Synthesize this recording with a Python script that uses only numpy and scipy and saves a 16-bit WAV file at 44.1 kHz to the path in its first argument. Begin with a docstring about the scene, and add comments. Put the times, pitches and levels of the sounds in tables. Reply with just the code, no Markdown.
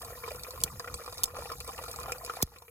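"""A thin stream of tea falls into a steel mug beside a campfire, heard close on two microphone ports outdoors.
Rising sine bubbles and spatter ring the mug's resonances; the pour fades away near the end.
Spray on the mug wall is filtered random impulses, with clusters of tiny bubbles; ticks are short noise and rings.
The fire's low flutter and its hiss are shaped noise; its snaps are impulses spread in time, treble first,
and two of them come with a puff of gas, a sine falling in pitch."""
import sys
import numpy as np
from scipy import signal
from scipy.fft import rfft, irfft, next_fast_len
from scipy.io import wavfile
from scipy.ndimage import map_coordinates

SR = 44100
rng = np.random.default_rng(int(sys.argv[2]) if len(sys.argv) > 2 else 0)


def int16_out(signal):
    """Quantize to a 16-bit WAV file."""
    q = np.round(np.clip(np.atleast_2d(signal).T, -1, 1) * 32767)
    wavfile.write(sys.argv[1], SR, q.astype(np.int16))


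N = 119070  # samples, 2.7 s

# All levels are relative: mix gains, mug and port responses act on them later.
# clearest bubbles in the mug: start_s [s], level_db [dB], pitch_hz [Hz, before the rise]
PLOPS = [(0.016, -37, 1150), (0.081, -38, 1120), (.102, -40, 675), (.123, -41.5, 513), (.176, -38.5, 1030),
         (0.235, -33, 1090), (.239, -31.5, 2280), (.278, -29.5, 1015), (0.306, -33.5, 2440),
         (0.315, -34, 578), (0.349, -37, 1060), (0.447, -34, 2430), (0.467, -36.5, 1070),
         (.483, -37.5, 493), (.508, -45, 1070), (.537, -38, 510), (0.554, -43, 1080), (0.577, -34.5, 1040),
         (0.677, -35.5, 2400), (0.797, -30, 1045), (0.801, -34, 1600), (0.844, -34.5, 1350),
         (.875, -31.5, 1400), (0.878, -34, 2040), (0.918, -45, 1060), (.941, -33, 1083), (0.997, -38, 1230),
         (1.019, -41, 1110), (1.062, -37.5, 1115), (1.078, -29.5, 1073), (1.128, -35, 1075),
         (1.191, -34.5, 1050), (1.367, -29, 1102), (1.386, -33, 566), (1.406, -38.5, 1125),
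         (1.422, -32.5, 944), (1.456, -35, 810), (1.4557, -38.5, 2580), (1.500, -31, 1270),
         (1.517, -28.5, 1077), (1.533, -34.5, 1074), (1.605, -42.5, 1160), (1.607, -35.5, 2500),
         (1.647, -44, 1080), (1.680, -32.5, 1050), (1.691, -29, 1060), (1.728, -41.5, 2420),
         (1.78, -32, 2650), (1.79, -30.5, 950), (1.839, -34.5, 1090), (1.88, -34, 736),
         (1.940, -36.5, 1230), (1.988, -31, 1064), (2.006, -35, 1095), (2.038, -35, 1120),
         (2.059, -29.5, 1066), (2.082, -31, 748), (2.095, -31.5, 1310), (2.121, -24.5, 2450),
         (2.277, -32.5, 1070), (2.2974, -23.5, 1270), (2.337, -35.5, 1130), (2.37, -31, 743),
         (2.404, -33, 1030), (2.475, -48, 1070), (2.520, -48, 820), (2.559, -50, 1080), (2.562, -41, 2450),
         (2.622, -42, 934), (2.651, -52, 965), (2.681, -44, 2390)]
# strength of the stream: time_s [s], level_db [dB]
POUR_LEVEL = [(0, 0.5), (.2, -4), (.32, 3), (.4, -2.5), (.54, -0.5), (.68, 1), (.78, -5.5), (.85, 0),
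              (1.0, -1.5), (1.09, -1.5), (1.15, -4), (1.33, 0.5), (1.39, 2), (1.53, -3.5), (1.58, -7.5),
              (1.71, 1.5), (1.9, 0.5), (2.11, 4.5), (2.21, 0), (2.4, 1), (2.46, -15.5), (2.56, -8.5),
              (2.7, -31)]
# air resonances in the mug: pitch_hz [Hz], level_db [dB, before weighting by decay], t60_s [s]
MUG_MODES = [(488.2, 8, 0.077), (720, 1, 0.02), (1083, 3.5, 0.056), (1332, -1, 0.045), (1880, -22, 0.024),
             (2353, -4, 0.02), (4750, -15, 0.0068)]
# strength of the spray on the mug wall: time_s [s], level_db [dB]
SPRAY_LEVEL = [(0, -3.5), (.8, -3), (1.22, 2.5), (1.32, -7.5), (1.4, 1), (1.9, -1), (2.08, -2.5), (2.2, -7),
               (2.27, 1), (2.4, 0), (2.46, -7), (2.7, -21.5)]
# spectrum of the spray drops: frequency_hz [Hz], density_db [dB per Hz]
SPRAY_COLOUR = [(300, -4), (1500, -24), (2500, -19), (3600, 18), (5000, 18.5), (6500, 3.5), (8400, 17),
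                (10500, 19), (15000, 4)]
# small sharp ticks of drops and embers: time_s [s], level_db [dB]
TICKS = [(.0197, -34), (0.048, -34.5), (.3064, -42), (0.318, -36.5), (.36, -39), (.396, -38),
         (0.4349, -30.5), (0.508, -33), (.604, -35), (0.615, -33.5), (0.797, -29.5), (0.9425, -28),
         (1.038, -41), (1.062, -36), (1.08, -48.5), (1.126, -36), (1.144, -38), (1.181, -30.5),
         (1.257, -31), (1.37, -36.5), (1.3864, -40.5), (1.457, -58), (1.5201, -30.5), (1.6038, -30.5),
         (1.646, -39), (1.665, -44), (1.6774, -32.5), (1.7624, -39), (1.78, -38), (1.823, -41.5),
         (1.8391, -33.5), (1.884, -36.5), (1.9144, -32.5), (1.9306, -35), (1.9615, -33), (2.0012, -33.5),
         (2.0324, -33.5), (2.1211, -26), (2.183, -38), (2.242, -39.5), (2.249, -29.5), (2.263, -31.5),
         (2.318, -51), (2.367, -40), (2.417, -31), (2.424, -22.5), (2.586, -42.5), (2.623, -47)]
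# spectrum of the ticks: frequency_hz [Hz], density_db [dB per Hz]
TICK_COLOUR = [(300, -20), (1500, -35.5), (2450, 5), (3000, -7.5), (3800, 2.5), (5000, 7), (6500, -2.5),
               (8000, 5.5), (11000, 0.5), (15500, -5.5)]
# loud snaps of burning wood: time_s [s, before the lag along the log], level_db [dB],
# ring_db [dB, the ring against its crack]
SNAPS = [(0.6368, -6.5, -4), (1.2345, -9, -7.5), (1.2390, -9.5, -0.5), (2.4262, -7.5, -4.5)]
# spectrum of the snaps: frequency_hz [Hz], density_db [dB per Hz]
SNAP_COLOUR = [(100, -6), (1200, -7), (2400, -16.5), (3500, 0), (5000, 2.5), (7000, 4), (9500, 2),
               (13500, 1), (16000, 4.5)]
# puffs of gas from a snap: start_s [s], level_db [dB], decay_s [s]
PUFFS = [(0.6412, -36, 0.015), (2.4275, -17.5, 0.01)]
# strength of the flames' flutter: time_s [s], level_db [dB]
FLAME_LEVEL = [(0, -51), (.06, -52.5), (.28, -55), (.38, -49), (.5, -60.5), (.61, -44), (.7, -53.5),
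               (.755, -41), (.83, -60.5), (.94, -43.5), (1.02, -58.5), (1.21, -50), (1.32, -56),
               (1.42, -47.5), (1.49, -53.5), (1.58, -48), (1.72, -52.5), (1.88, -52), (2.06, -49.5),
               (2.2, -56), (2.54, -59.5), (2.7, -65.5)]
# spectrum of the flutter: frequency_hz [Hz], density_db [dB per Hz]
FLAME_COLOUR = [(20, -25), (35, -12.5), (55, 1.5), (85, -0.5), (125, -6.5), (200, -16), (400, -26.5),
                (1000, -45), (3000, -51)]
# strength of the hiss of damp wood: time_s [s], level_db [dB]
HISS_LEVEL = [(0, 1), (.55, 0), (.75, -3), (1.4, -4.5), (2.0, 0.5), (2.41, -4), (2.46, -14.5), (2.7, -8.5)]
# spectrum of the hiss: frequency_hz [Hz], density_db [dB per Hz]
HISS_COLOUR = [(300, -20), (2000, -22), (3000, -15), (4000, -10), (5100, -20), (6500, -1), (9000, 6),
               (11000, 6), (13500, 12), (15500, -2.5)]
# phase between the ports for all port sounds but the snaps: frequency_hz [Hz], left_lag_rad [radians]
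MUG_PHASE = [(0, 0), (1300, 0), (1700, -1.2), (2500, -2.3), (5100, -3.1), (6800, 0), (10150, 6.28),
             (13450, 12.57), (16750, 18.85)]
# phase between the ports for the snaps: frequency_hz [Hz], left_lag_rad [radians]
SNAP_PHASE = [(0, 0), (6800, -12.57), (10150, -6.28), (13450, 0), (16750, 6.28)]

# pour: spread is in log pitch, cycles is the decay time in periods, rise is a fraction of the pitch
PLOP_DB, PLOP_CYCLES, BLOW_DB = 2.5, 3.34, 26.5
SPLASH_DB, SPLASH_T60_S, SPLASH_BODY_DB = 25, 0.031, -32  # the spatter that follows each plop
BUBBLES_PER_S, BUBBLE_HZ, BUBBLE_SPREAD, BUBBLE_CYCLES, BUBBLE_RISE = 230, 992, 0.282, 2.35, 0.039
BUBBLE_ATTACK_CYCLES = 0.64
PINGS_PER_S, PING_HZ, PING_SPREAD, PING_CYCLES = 80, 2250, 0.12, 7.5  # smaller, brighter bubbles
BUBBLE_DB, MUG_DB, GURGLE_DB, PING_DB = -53, 3, -54, -66.5
MUG_WAVER_S, MUG_WAVER_PER_S = 0.000706, 16  # delay scale and knots a second
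# spray
DROPS_PER_S, SPRAY_DB = 720, -55.5
FIZZ_PER_S, FIZZ_HZ, FIZZ_SPREAD, FIZZ_CYCLES, FIZZ_DB, CLUSTER_DB = 550, 6200, 0.26, 3.4, -60.5, 3.2
# ticks, snaps and puffs
TICK_DB, TICK_RING_HZ, TICK_RING_DB, TICK_RING_T60_S = 13.5, 5995, -3.5, 0.04
SNAP_DB, SNAP_RING_T60_S, SNAP_SCATTER_T60_S = 11.5, 0.013, 0.024
SNAP_LAG_S = 0.002017  # travel time of the log's bending wave at 1 kHz
PUFF_SWEEP_CYCLES, PUFF_END_HZ, PUFF_LEAD_S = 1.0, 1.7, 0.00022
# fire and recorder
FLAME_APART_DB, HISS_DB = -19, -52  # share of the flutter that differs between the ports; hiss level
TOP_HZ = 16300


def pour():
    """The stream traps bubbles in uneven bursts; each plop and its spatter ring the mug."""
    flow = level(POUR_LEVEL) * amp(0.61 * wobble(27.7))
    plops, blows, spatter = np.zeros((3, N))
    for start_s, level_db, pitch_hz in PLOPS:
        add(plops, start_s, amp(level_db + PLOP_DB) * bubble(pitch_hz, PLOP_CYCLES, rise=0.0096))
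        add(blows, start_s, amp(level_db + BLOW_DB) * np.ones(1))
        add(spatter, start_s, amp(level_db + SPLASH_DB) * burst(SPLASH_T60_S))

    def body(hz):
        # band-pass around 1350 Hz, applied twice
        return (1j * hz * 1600 / (1350 ** 2 - hz ** 2 + 1j * hz * 1600)) ** 2
    splash = amp(SPLASH_BODY_DB) * filtered(spatter, body)
    small = swarm(BUBBLES_PER_S, BUBBLE_HZ, BUBBLE_SPREAD, BUBBLE_CYCLES, BUBBLE_RISE, size_db=5.0)
    small = unit(small + amp(MUG_DB) * mug(small))
    gurgle = unit(mug(impacts(rate=270, spread_db=8)))
    pings = swarm(PINGS_PER_S, PING_HZ, PING_SPREAD, PING_CYCLES, rise=0.012, size_db=7.5)
    stream = flow * (amp(BUBBLE_DB) * small + amp(PING_DB) * pings + amp(GURGLE_DB) * gurgle)
    return ports(plops + splash + mug(blows + spatter) + stream, scatter_db=1, t60=0.043)


def bubble(hz, cycles, rise):
    """A pocket of air that rings briefly and rises in pitch."""
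    t = np.arange(SR // 20) / SR
    life = cycles / hz
    phase = hz * (t + rise * (t - life * (1 - np.exp(-t / life))))
    attack = 1 - np.exp(-t * hz / BUBBLE_ATTACK_CYCLES)
    return np.sin(2 * np.pi * phase) * np.exp(-t / life) * attack


def swarm(rate, centre_hz, spread, cycles, rise, size_db):
    """Bubbles of random time, size, pitch and life, scaled together to unit power."""
    x = np.zeros(N)
    for slot, (when, size, pitch, life) in enumerate(rng.standard_normal((2000, 4))):
        start_s = (slot + 2 * when) / rate
        if 0 < start_s < N / SR:
            hz = centre_hz * np.exp(spread * np.clip(pitch, -2, 2))
            sound = bubble(hz, cycles * np.exp(0.24 * life), rise)
            add(x, start_s, amp(size_db * min(size, 1.6)) * sound)
    return unit(x)


def mug(x):
    """The hollow of the mug rings with whatever happens in it; its pitches waver as the tea sloshes."""
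    def response(f):
        total = 0
        for hz, db, t60 in MUG_MODES:
            width_hz = np.log(1000) / np.pi / t60
            gain = amp(db) * np.sqrt(t60 / MUG_MODES[0][2])
            total = total + gain * 1j * f * width_hz / (hz * hz - f * f + 1j * f * width_hz)
        return total
    waver = MUG_WAVER_S * SR * wobble(MUG_WAVER_PER_S)  # samples
    return map_coordinates(filtered(x, response), [np.arange(N) + waver], mode="mirror")


def spray():
    """Fine drops patter on the wall of the mug, and tiny bubbles burst in clusters."""
    patter = impacts(DROPS_PER_S, spread_db=8.5) * amp(3.0 * wobble(21.83))
    drops = unit(coloured(patter, SPRAY_COLOUR))
    fizz = swarm(FIZZ_PER_S, FIZZ_HZ, FIZZ_SPREAD, FIZZ_CYCLES, rise=0, size_db=5.5)
    fizz = unit(fizz * amp(CLUSTER_DB * wobble(29.85)))
    drops = amp(SPRAY_DB) * ports(drops, scatter_db=-33.0, t60=0.0067)
    fizz = amp(FIZZ_DB) * ports(fizz, scatter_db=3.5, t60=0.078)
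    return level(SPRAY_LEVEL) * (drops + fizz)


def ticks():
    """Single drops and embers that stand out, each a noise burst with its own brief ring of six tones."""
    x, t = np.zeros(N), np.arange(SR // 20) / SR
    for time_s, level_db in TICKS:
        hz = TICK_RING_HZ * np.exp(0.45 * np.clip(rng.standard_normal((6, 1)), -2, 2))
        tones = np.sin(2 * np.pi * hz * t).sum(0)
        ring = unit_energy(tones * amp(-60 * t / TICK_RING_T60_S))
        sound = burst(t60=0.0033) + amp(TICK_RING_DB) * ring
        add(x, time_s - .0004, amp(level_db + TICK_DB) * sound)
    return ports(coloured(x, TICK_COLOUR), scatter_db=-4.5, t60=0.029)


def snaps():
    """Wood splits: a crack runs along the log, treble first, and rings; escaping gas puffs, falling in pitch."""
    cracks, puffs = np.zeros((2, N))
    for time_s, level_db, ring_db in SNAPS:
        add(cracks, time_s, amp(level_db + SNAP_DB) * np.ones(1))
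        add(cracks, time_s, amp(level_db + SNAP_DB + ring_db) * burst(SNAP_RING_T60_S))

    def bending_wave(hz):
        # the delay shrinks with the square root of frequency
        return np.exp(-4j * np.pi * SNAP_LAG_S * np.sqrt(1000 * hz))
    cracks = filtered(coloured(cracks, SNAP_COLOUR), bending_wave)
    t = np.arange(SR // 10) / SR
    phase = PUFF_SWEEP_CYCLES * np.log(1 + t / PUFF_LEAD_S) + PUFF_END_HZ * t
    for start_s, level_db, decay_s in PUFFS:
        envelope = np.exp(-(t / decay_s) ** 1.03) * (1 - np.exp(-t / 0.0027))
        add(puffs, start_s, amp(level_db) * np.sin(2 * np.pi * phase) * envelope)
    cracks = ports(cracks, scatter_db=-5.5, t60=SNAP_SCATTER_T60_S, phase=SNAP_PHASE)
    return cracks * amp([[-.6], [.6]]) + puffs  # cracks lean right, in dB


def fire():
    """Flames flutter low, nearly alike at both ports, while damp wood hisses."""
    shared, apart = coloured(rng.standard_normal((2, N)), FLAME_COLOUR)
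    flutter = unit(shared) + amp(FLAME_APART_DB) * unit(apart) * np.array([[1], [-1]])
    flutter = flutter * level(FLAME_LEVEL) * amp(0.53 * wobble(16))
    hiss = unit(coloured(rng.standard_normal(N), HISS_COLOUR))
    hiss = hiss * level(HISS_LEVEL) * amp(HISS_DB + wobble(28.74))
    return flutter + ports(hiss, scatter_db=-41, t60=0.0093)


def ports(x, scatter_db, t60, phase=MUG_PHASE):
    """Both ports hear the direct sound, and scatter from cookware and ground that differs in the treble."""
    def lag(hz):
        return np.exp(.5j * np.interp(hz, *np.transpose(phase)) * np.array([[-1], [1]]))
    direct = filtered(x, lag)
    t = np.arange(SR // 20) / SR
    envelope = amp(-60 * t / t60) * (1 - np.exp(-t / 0.00053))
    tail = unit_energy(rng.standard_normal((2, len(t))) * envelope)
    scatter = signal.fftconvolve(x[None], tail, axes=1)[:, :N]
    scatter = filtered(scatter, lambda hz: (1j * hz + 250) / (1j * hz + 1800))  # less bass
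    return direct + amp(scatter_db) * scatter


def burst(t60):
    """A short dying crack of noise with energy 1."""
    t = np.arange(SR // 20) / SR
    return unit_energy(rng.standard_normal(len(t)) * amp(-60 * t / t60))


def impacts(rate, spread_db):
    """Random impulses of uneven size and either sign, rate a second on average."""
    hits = rng.random(N) < rate / SR
    signs = rng.choice([-1, 1], N)
    return hits * signs * amp(spread_db * np.clip(rng.standard_normal(N), -2, 2))


def amp(db):
    """Gain from dB."""
    return 10 ** (np.asarray(db) / 20)


def unit(x):
    """Scale to mean power 1."""
    return x / np.sqrt(np.mean(x ** 2) + 1e-20)


def unit_energy(x):
    """Scale each channel to energy 1."""
    return x / np.sqrt(np.sum(x ** 2, axis=-1, keepdims=True) + 1e-20)


def along(points, hz):
    """Interpolate (Hz, value) points on a log axis."""
    f, v = np.transpose(points)
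    return np.interp(np.log(hz + 1), np.log(f + 1), v)


def level(points):
    """Gain per sample from (s, dB) points."""
    return amp(np.interp(np.arange(N) / SR, *np.transpose(points)))


def wobble(rate):
    """A smooth random curve, rate knots a second."""
    return map_coordinates(rng.standard_normal(N // 100), [np.arange(N) * rate / SR], mode="mirror")


def add(track, s, sound):
    """Mix a sound into the track at a time in seconds."""
    part = track[..., max(0, round(s * SR)):][..., :sound.shape[-1]]
    part += sound[..., :part.shape[-1]]


def filtered(x, response):
    """Multiply the spectrum of x by a complex response of frequency."""
    m = 2 * next_fast_len(N // 2 + SR // 4)
    return irfft(rfft(x, m) * response(np.fft.rfftfreq(m, 1 / SR)), m)[..., :N]


def coloured(x, colour):
    """Causal minimum-phase filter of mean power 1 with the given spectrum."""
    def response(hz):
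        # fold the cepstrum onto positive time
        c = irfft(np.log(unit(amp(along(colour, hz)))))
        c[1:len(c) // 2] *= 2
        c[len(c) // 2 + 1:] = 0
        return np.exp(rfft(c))
    return filtered(x, response)


def scene():
    """Mug and fire side by side; the pour and the flames lean slightly left, in dB."""
    leaning = (pour() + fire()) * amp([[.4], [-.4]])
    return leaning + spray() + ticks() + snaps()


def record(dry):
    """The recorder cuts steeply above its band limit."""
    return filtered(dry, lambda hz: 1 / (1 + (hz / TOP_HZ) ** 120))


dry = scene()
out = record(dry)
int16_out(out)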